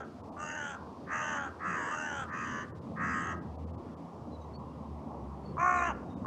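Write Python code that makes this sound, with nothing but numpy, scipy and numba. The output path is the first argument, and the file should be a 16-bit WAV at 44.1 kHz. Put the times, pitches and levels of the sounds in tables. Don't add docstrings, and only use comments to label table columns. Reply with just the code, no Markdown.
import sys
import numpy as np
from scipy import signal
from scipy.fft import rfft, irfft, next_fast_len
from scipy.io import wavfile
from scipy.ndimage import uniform_filter1d
from numba import njit

SR = 44100
rng = np.random.default_rng(int(sys.argv[2]) if len(sys.argv) > 2 else 0)


def voltage_ratio(decibels):
    exponent = np.asarray(decibels, float) / 20
    return 10 ** exponent


def store_wav(level_fs):
    pcm = np.round(np.clip(np.atleast_2d(level_fs), -1, 1) * 32767)
    wavfile.write(sys.argv[1], SR, pcm.T.astype(np.int16))


N = 276066


def unit(x):
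    return x / np.sqrt(np.mean(x ** 2))


def even(x):
    return x / np.sqrt(uniform_filter1d(x ** 2, size=1800) + 1e-12)


def steep(x, hz, kind):
    return signal.sosfilt(signal.butter(6, hz, kind, fs=SR, output="sos"), x)


def walk(rate, count=N):
    hold = int(SR / rate)
    steps = np.repeat(rng.standard_normal(count // hold + 1), hold)
    return 1.3 * uniform_filter1d(uniform_filter1d(steps, hold), hold)[:count]


def edges(at, fade_s):
    rise = at - at[0] + (at[0] == 0) * N
    fall = at[-1] - at + (at[-1] > N - 9) * N
    return np.clip(np.minimum(rise, fall) / (fade_s * SR), 0, 1)


@njit
def svf(x, hz, width):
    y, band, low = np.empty(len(x)), 0., 0.
    for i in range(len(x)):
        g, k = np.tan(np.pi * hz[i] / SR), width[i] / hz[i]
        v = (band + g * (x[i] - low)) / (1 + g * (g + k))
        band, low, y[i] = 2 * v - band, low + 2 * g * v, k * v
    return y


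@njit
def syrinx(pitch, flutter, swing, lag, stretch):
    n = len(pitch)
    pulses, fast, slow = np.zeros(n + 1), np.empty(n), np.empty(n)
    p, q, j, k = 0., 0., 0, 0
    for i in range(n):
        step = pitch[i] * stretch[0, j] * (1 + swing * np.sin(2 * np.pi * (q + lag))) / SR
        p += step
        q += flutter[i] * stretch[1, k] / SR
        if q >= 1:
            q, k = q - 1, k + 1
        if p >= 1:
            p, j = p - 1, j + 1
            pulses[i] += p / step
            pulses[i + 1] += 1 - p / step
        fast[i], slow[i] = p, q
    return pulses[:-1], fast, slow


def shape(start, length, db, sag, bright_db, name):
    gestures = { "falling": [(0, 281.6, -8, 0.1, -27), (.1, 303, -4, 0.1, -2), (.16, 302.6, -0.5, .01, -2),
                (.34, 306.5, -2.5, 0.41, 3), (.47, 304.8, -0.3, 0.88, -2), (.84, 273.6, -.5, 0.75, -4),
                (.93, 256, -3.5, 1.0, -8.5), (1, 254, -18, 0.4, -17)], "growling": [(0, 560, -15, .1, -27),
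                (.08, 578, -5.5, .05, -23), (.18, 582, .5, .02, -8.5), (.3, 577, -1.5, .2, -2),
                (.66, 532, -3, .6, 1.4), (.9, 558, -2.5, 0.6, -1.5), (1, 581, -14, 0.84, -14)],
                "ringing": [(0, 314.7, -14, 0.3, -7), (.08, 345.4, -4.5, 0.6, -0.5),
                (.14, 354.2, -1, .4, -1.5), (.26, 360.2, 0.8, 0.7, -3), (.72, 351.6, -2, 0.67, 0.5),
                (.86, 340.2, -6, .5, 5), (.95, 279.5, -5, 1, -3.5), (1, 240, -19, 0.9, 1)], }
    throats = {"falling": (84, 73), "growling": (80.5, 83.5), "ringing": (66, 59)}
    beaks = {"falling": (1230, 1682), "growling": (1135, 1140), "ringing": (1000, 1236)}
    necks = {"falling": (.42, .88, 1820, 2200, 2760, 3260),
             "growling": (0.44, 0.46, 1700, 1710, 2490, 2820),
             "ringing": (0.66, 0.88, 1920, 1600, 2315, 2770)}
    colours = {"falling": (-5.5, 3.4, -5.5, -9.5), "growling": (1, 0.08, -11, -14.5),
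               "ringing": (-17.5, 3.5, -15, -25.5)}
    wander = {"falling": .005, "growling": .022, "ringing": .003}
    at = np.arange(max(int(start * SR), 0), min(int((start + length) * SR), N))
    share = (at / SR - start) / length
    where, *columns = np.transpose(gestures[name])
    pitch, swell_db, beak, strain_db = (np.interp(share, where, c) for c in columns)
    (early, late), (shut_hz, open_hz) = throats[name], beaks[name]
    begin, end, hz2a, hz2b, hz3a, hz3b = necks[name]
    db2, follows, db3, rasp_db = colours[name]

    top_hz = max(columns[0])
    pitch = (top_hz + sag * (pitch - top_hz)) * (1 + wander[name] * walk(14, len(at)))
    flutter = early + (late - early) * share
    strain_db = strain_db + bright_db
    neck = np.clip((share - begin) / (end - begin), 0, 1)
    hz1 = pitch / top_hz * (shut_hz + (open_hz - shut_hz) * np.clip(beak, 0, 1))
    hz2, hz3 = hz2a + (hz2b - hz2a) * neck, hz3a + (hz3b - hz3a) * neck
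    return (at, pitch, flutter, db + swell_db, hz1, hz2, db2 + follows * strain_db,
            hz3, db3 + strain_db, rasp_db + strain_db, neck)


def caw(at, pitch, flutter, db, hz1, hz2, db2, hz3, db3, rasp_db, neck, name):
    voices = {"falling": (.58, .035, .2), "ringing": (.46, .024, .7), "growling": (.33, .125, .78)}
    roughness = {"falling": (.012, .04, .4), "ringing": (.007, .05, .48), "growling": (.016, .07, .42)}
    chests = {"falling": (788, -5), "ringing": (813, -5.5), "growling": (860, -16.5)}
    mouth_widths = {"falling": (240, 450, 220), "ringing": (300, 850, 300), "growling": (450, 640, 520)}
    loose = {"falling": (1.4, -6, -17, -3), "growling": (.1, 1, -8, -15), "ringing": (.1, -7, -6, -6)}
    # centre in Hz, width in Hz, level in dB.
    rasp_bands = [(4880, 430, -9.5), (6190, 900, 2.5), (6510, 570, 1.5), (7560, 1320, -7),
                  (9800, 3400, -35)]
    depth, swing, lag = voices[name]
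    scatter, stagger, breath = roughness[name]
    chest_hz, chest_db = chests[name]
    width1, width2, width3 = mouth_widths[name]
    widening, lowest_db, *breath_db = loose[name]
    count = len(at)

    stretch = 1 + np.array([[scatter], [stagger]]) * rng.standard_normal((2, 512))
    pulses, fast, slow = syrinx(pitch, flutter, swing, lag, stretch)
    gate = 1 - depth * (.5 + .5 * np.cos(2 * np.pi * slow))
    puffs = unit(np.exp(-fast / .4) * rng.standard_normal(count))
    source = gate * (unit(pulses) + breath * puffs)
    hoarse = gate * (0.37 * unit(pulses) + puffs)

    def ring(x, hz, width):
        hz, width = hz + 0 * pitch, width + 0 * pitch
        return svf(svf(x, hz, width), hz, width)

    def patch():
        return voltage_ratio(1.8 * walk(21.6, count))

    mouth = patch() * even(ring(source, hz1, width1))
    mouth += voltage_ratio(chest_db) * even(ring(source, chest_hz, 450))
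    mouth -= voltage_ratio(db2) * patch() * even(ring(source, hz2, width2))
    third = patch() * even(ring(source, hz3, width3 * (1 + widening * neck)))
    breathy = even(ring(ring(hoarse, 0.736 * hz3, 880), 0.96 * hz3, 1200))
    third = third + voltage_ratio(np.interp(neck, [0, 1], breath_db)) * breathy
    mouth = steep(mouth, 2280, "low") + voltage_ratio(db3) * steep(third, 1990, "high")

    rasp = 0
    for i, (hz, width, band_db) in enumerate(rasp_bands):
        hz = hz * (1 + .008 * walk(9, count))
        band_db = band_db + 3.5 * walk(14, count)
        if i == 0:
            band_db = band_db + lowest_db
        if i == len(rasp_bands) - 1:
            band_db = band_db + 3 * walk(8, count)
        rasp = rasp + voltage_ratio(band_db) * ring(ring(hoarse, hz, width), hz, 2 * width)
    voice = steep(mouth, 3200, "low") + voltage_ratio(rasp_db) * even(rasp)
    return voltage_ratio(db) * edges(at, fade_s=0.013) * voice


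def crows():
    caws = { "falling": [(-.355, .42, -46, 1, -9), (.36, 0.42, -41, 0.92, -2.2), (1.09, .42, -38, .95, -8),
            (1.87, .40, -39, 1.1, -4)], "growling": [(1.06, 0.35, -41.5, 0.83, 4.5),
            (1.59, .39, -39.5, 1.5, -0.9), (2.27, .395, -42, .9, 0.8), (2.955, 0.41, -38.5, .35, -2)],
            "ringing": [(5.575, .355, -28, 1.01, -0.2)], }
    out = np.zeros(N)
    for name, calls in caws.items():
        for call in calls:
            at, *controls = shape(*call, name)
            out[at] += caw(at, *controls, name)
    return out


def trees(x):
    t60_s, build_s, level_db = .4, 0.043, -22.5
    t = np.arange(SR // 2) / SR
    tail = rng.standard_normal(len(t)) * voltage_ratio(-60 * t / t60_s) * np.clip(t / build_s, 0, 1)
    tail = svf(tail, np.full(len(t), 1400.), np.full(len(t), 760.))
    return signal.fftconvolve(x, tail / np.sqrt(np.sum(tail ** 2)))[:N] * voltage_ratio(level_db)


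def read(table):
    s, *columns = np.transpose(table)
    at = np.arange(int(s[0] * SR), min(int(s[-1] * SR), N))
    return at, [np.interp(at / SR, s, c) for c in columns]


def plane():
    # time in seconds, blade rate in Hz, level in dB.
    flight = [
        (0.0, 88.3, -62.5),
        (2.3, 85.65, -58),
        (2.9, 83.5, -55.5),
        (3.4, 81.67, -41.5),
        (4.1, 80, -49),
        (5.0, 75.04, -45),
        (5.9, 71, -46),
        (6.26, 70.2, -58),
    ]
    partials_db = (-2, -6.5, -13)
    waver, fading_db = .028, 3.6
    at, (hz, db) = read(flight)
    turn = 2 * np.pi * np.cumsum(hz * (1 + waver * walk(10)[at])) / SR
    out = np.zeros(N)
    for k, partial_db in enumerate(partials_db, 1):
        out[at] += voltage_ratio(db + partial_db + fading_db * walk(9)[at]) * np.sin(k * turn)
    return out


def treble_dips():
    dips = [.032, .224, .309, .523, 1.270, 2.315, 2.720, 2.741, 2.805, 3.168, 3.403, 3.574, 3.659, 3.723,
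            3.766, 3.958, 4.576, 5.878, 6.155]
    fade_s = 1024 / 48000
    t = np.arange(N) / SR
    return 1 - .93 * sum(np.cos(np.pi / 2 * np.clip((t - s) / fade_s, -1, 1)) ** 2 for s in dips)


def air():
    # frequency in Hz, density in dB per Hz.
    spectrum = [(18, -70), (30, -27.5), (38, -30), (60, -20.5), (81, -3), (113, -8.5), (236, -4.5),
                (407, -12.5), (771, -15.5), (1100, -16.5), (1530, -36), (4050, -44), (4670, -43.5),
                (5140, -45), (8650, -54.5), (11200, -59.5), (19000, -120)]
    # time in seconds, rumble in dB, traffic and wind in dB.
    swell = [
        (0.0, -50, -76),
        (1.0, -50.5, -77),
        (2.5, -48.5, -75),
        (3.051, -42, -78),
        (4.3, -51, -78.5),
        (5.2, -46.5, -78.5),
        (6.26, -43.5, -77),
    ]
    size = next_fast_len(N)
    octave = np.log2(np.maximum(np.arange(size // 2 + 1) * SR / size, 1))
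    hz, db = np.transpose(spectrum)
    noise = rfft(rng.standard_normal(size)) * voltage_ratio(np.interp(octave, np.log2(hz), db))
    noise /= np.std(irfft(noise * (abs(octave - 9.58) < .77), size))
    s, *levels_db = np.transpose(swell)
    rumble, wind = (np.interp(np.arange(N) / SR, s, c - np.mean(c)) for c in levels_db)
    out, kept, gusts = 0, treble_dips(), walk(12)
    for centre in np.arange(4, 14.6, .5):
        band = irfft(noise * np.clip(1 - 2 * abs(octave - centre), 0, 1), size)[:N]
        if 11 <= centre <= 13.5:
            band *= kept
        low, high = np.clip((10.2 - centre) / 3.05, 0, 1), np.clip(centre - 10.4, 0, 1)
        band_db = low * (rumble + 1.22 * gusts + 2.4 * walk(11)) + high * wind
        band_db = band_db + 0.99 * walk(3.2) + 2.5 * (1 - high) * walk(14)
        out = out + band * voltage_ratio(band_db)
    return out * voltage_ratio(-51.5)


def small_birds():
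    # start in seconds, length in seconds, pitch in Hz, glide in Hz per second, level in dB.
    peeps = [
        (4.308, 0.072, 4100, -2500, -62),
        (4.39, .08, 3870, -600, -67.5),
        (4.396, 0.074, 6150, 700, -70),
        (4.531, 0.055, 4300, 4000, -58),
        (4.618, .2, 2790, 50, -76),
        (5.427, 0.11, 4480, -900, -59.5),
        (5.757, .07, 4010, -2200, -61),
        (5.83, .06, 3940, -500, -64.5),
        (6.042, 0.2, 3740, -250, -71),
        (6.225, .04, 3710, -200, -75),
    ]
    rise_share, start_db, end_db = 0.38, -20, -13
    out, waver, tremble = np.zeros(N), 1 + .014 * walk(260), voltage_ratio(5 * walk(150))
    for start, length, hz, glide, db in peeps:
        at = np.arange(int(start * SR), min(int((start + length) * SR), N))
        t = at / SR - start
        swell_db = np.interp(t / length, [0, rise_share, 1], [start_db, 0, end_db])
        turn = 2 * np.pi * np.cumsum((hz + glide * t) * waver[at]) / SR
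        out[at] += voltage_ratio(db + swell_db) * edges(at, fade_s=0.0047) * np.sin(turn)
    return out * tremble


def clucks():
    # start in seconds, peak in dB, resonance in Hz.
    beats = [
        (5.569, -30, 1090),
        (5.58, -26.5, 1200),
        (6.2475, -32, 1080),
        (6.2588, -27, 1150),
    ]
    attack_s, decay_s = 0.00074, 0.0058
    out, t = np.zeros(N + 800), np.arange(800) / SR
    for s, db, hz in beats:
        envelope = voltage_ratio(db) * np.clip(t / attack_s, 0, 1) * np.exp(-t / decay_s)
        out[int(s * SR):][:len(t)] += envelope * np.sin(2 * np.pi * hz * t)
    return out[:N]


def scene():
    birds = crows() + clucks() + small_birds()
    return (birds + trees(birds) + plane() + air())[None]


def band_limit(x):
    return signal.sosfilt(signal.butter(12, 15720, fs=SR, output="sos"), x)


def record(dry):
    hiss = voltage_ratio(-87) * steep(rng.standard_normal(N), 6000, "high")
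    return band_limit(dry + hiss)


dry = scene()
out = record(dry)
store_wav(out)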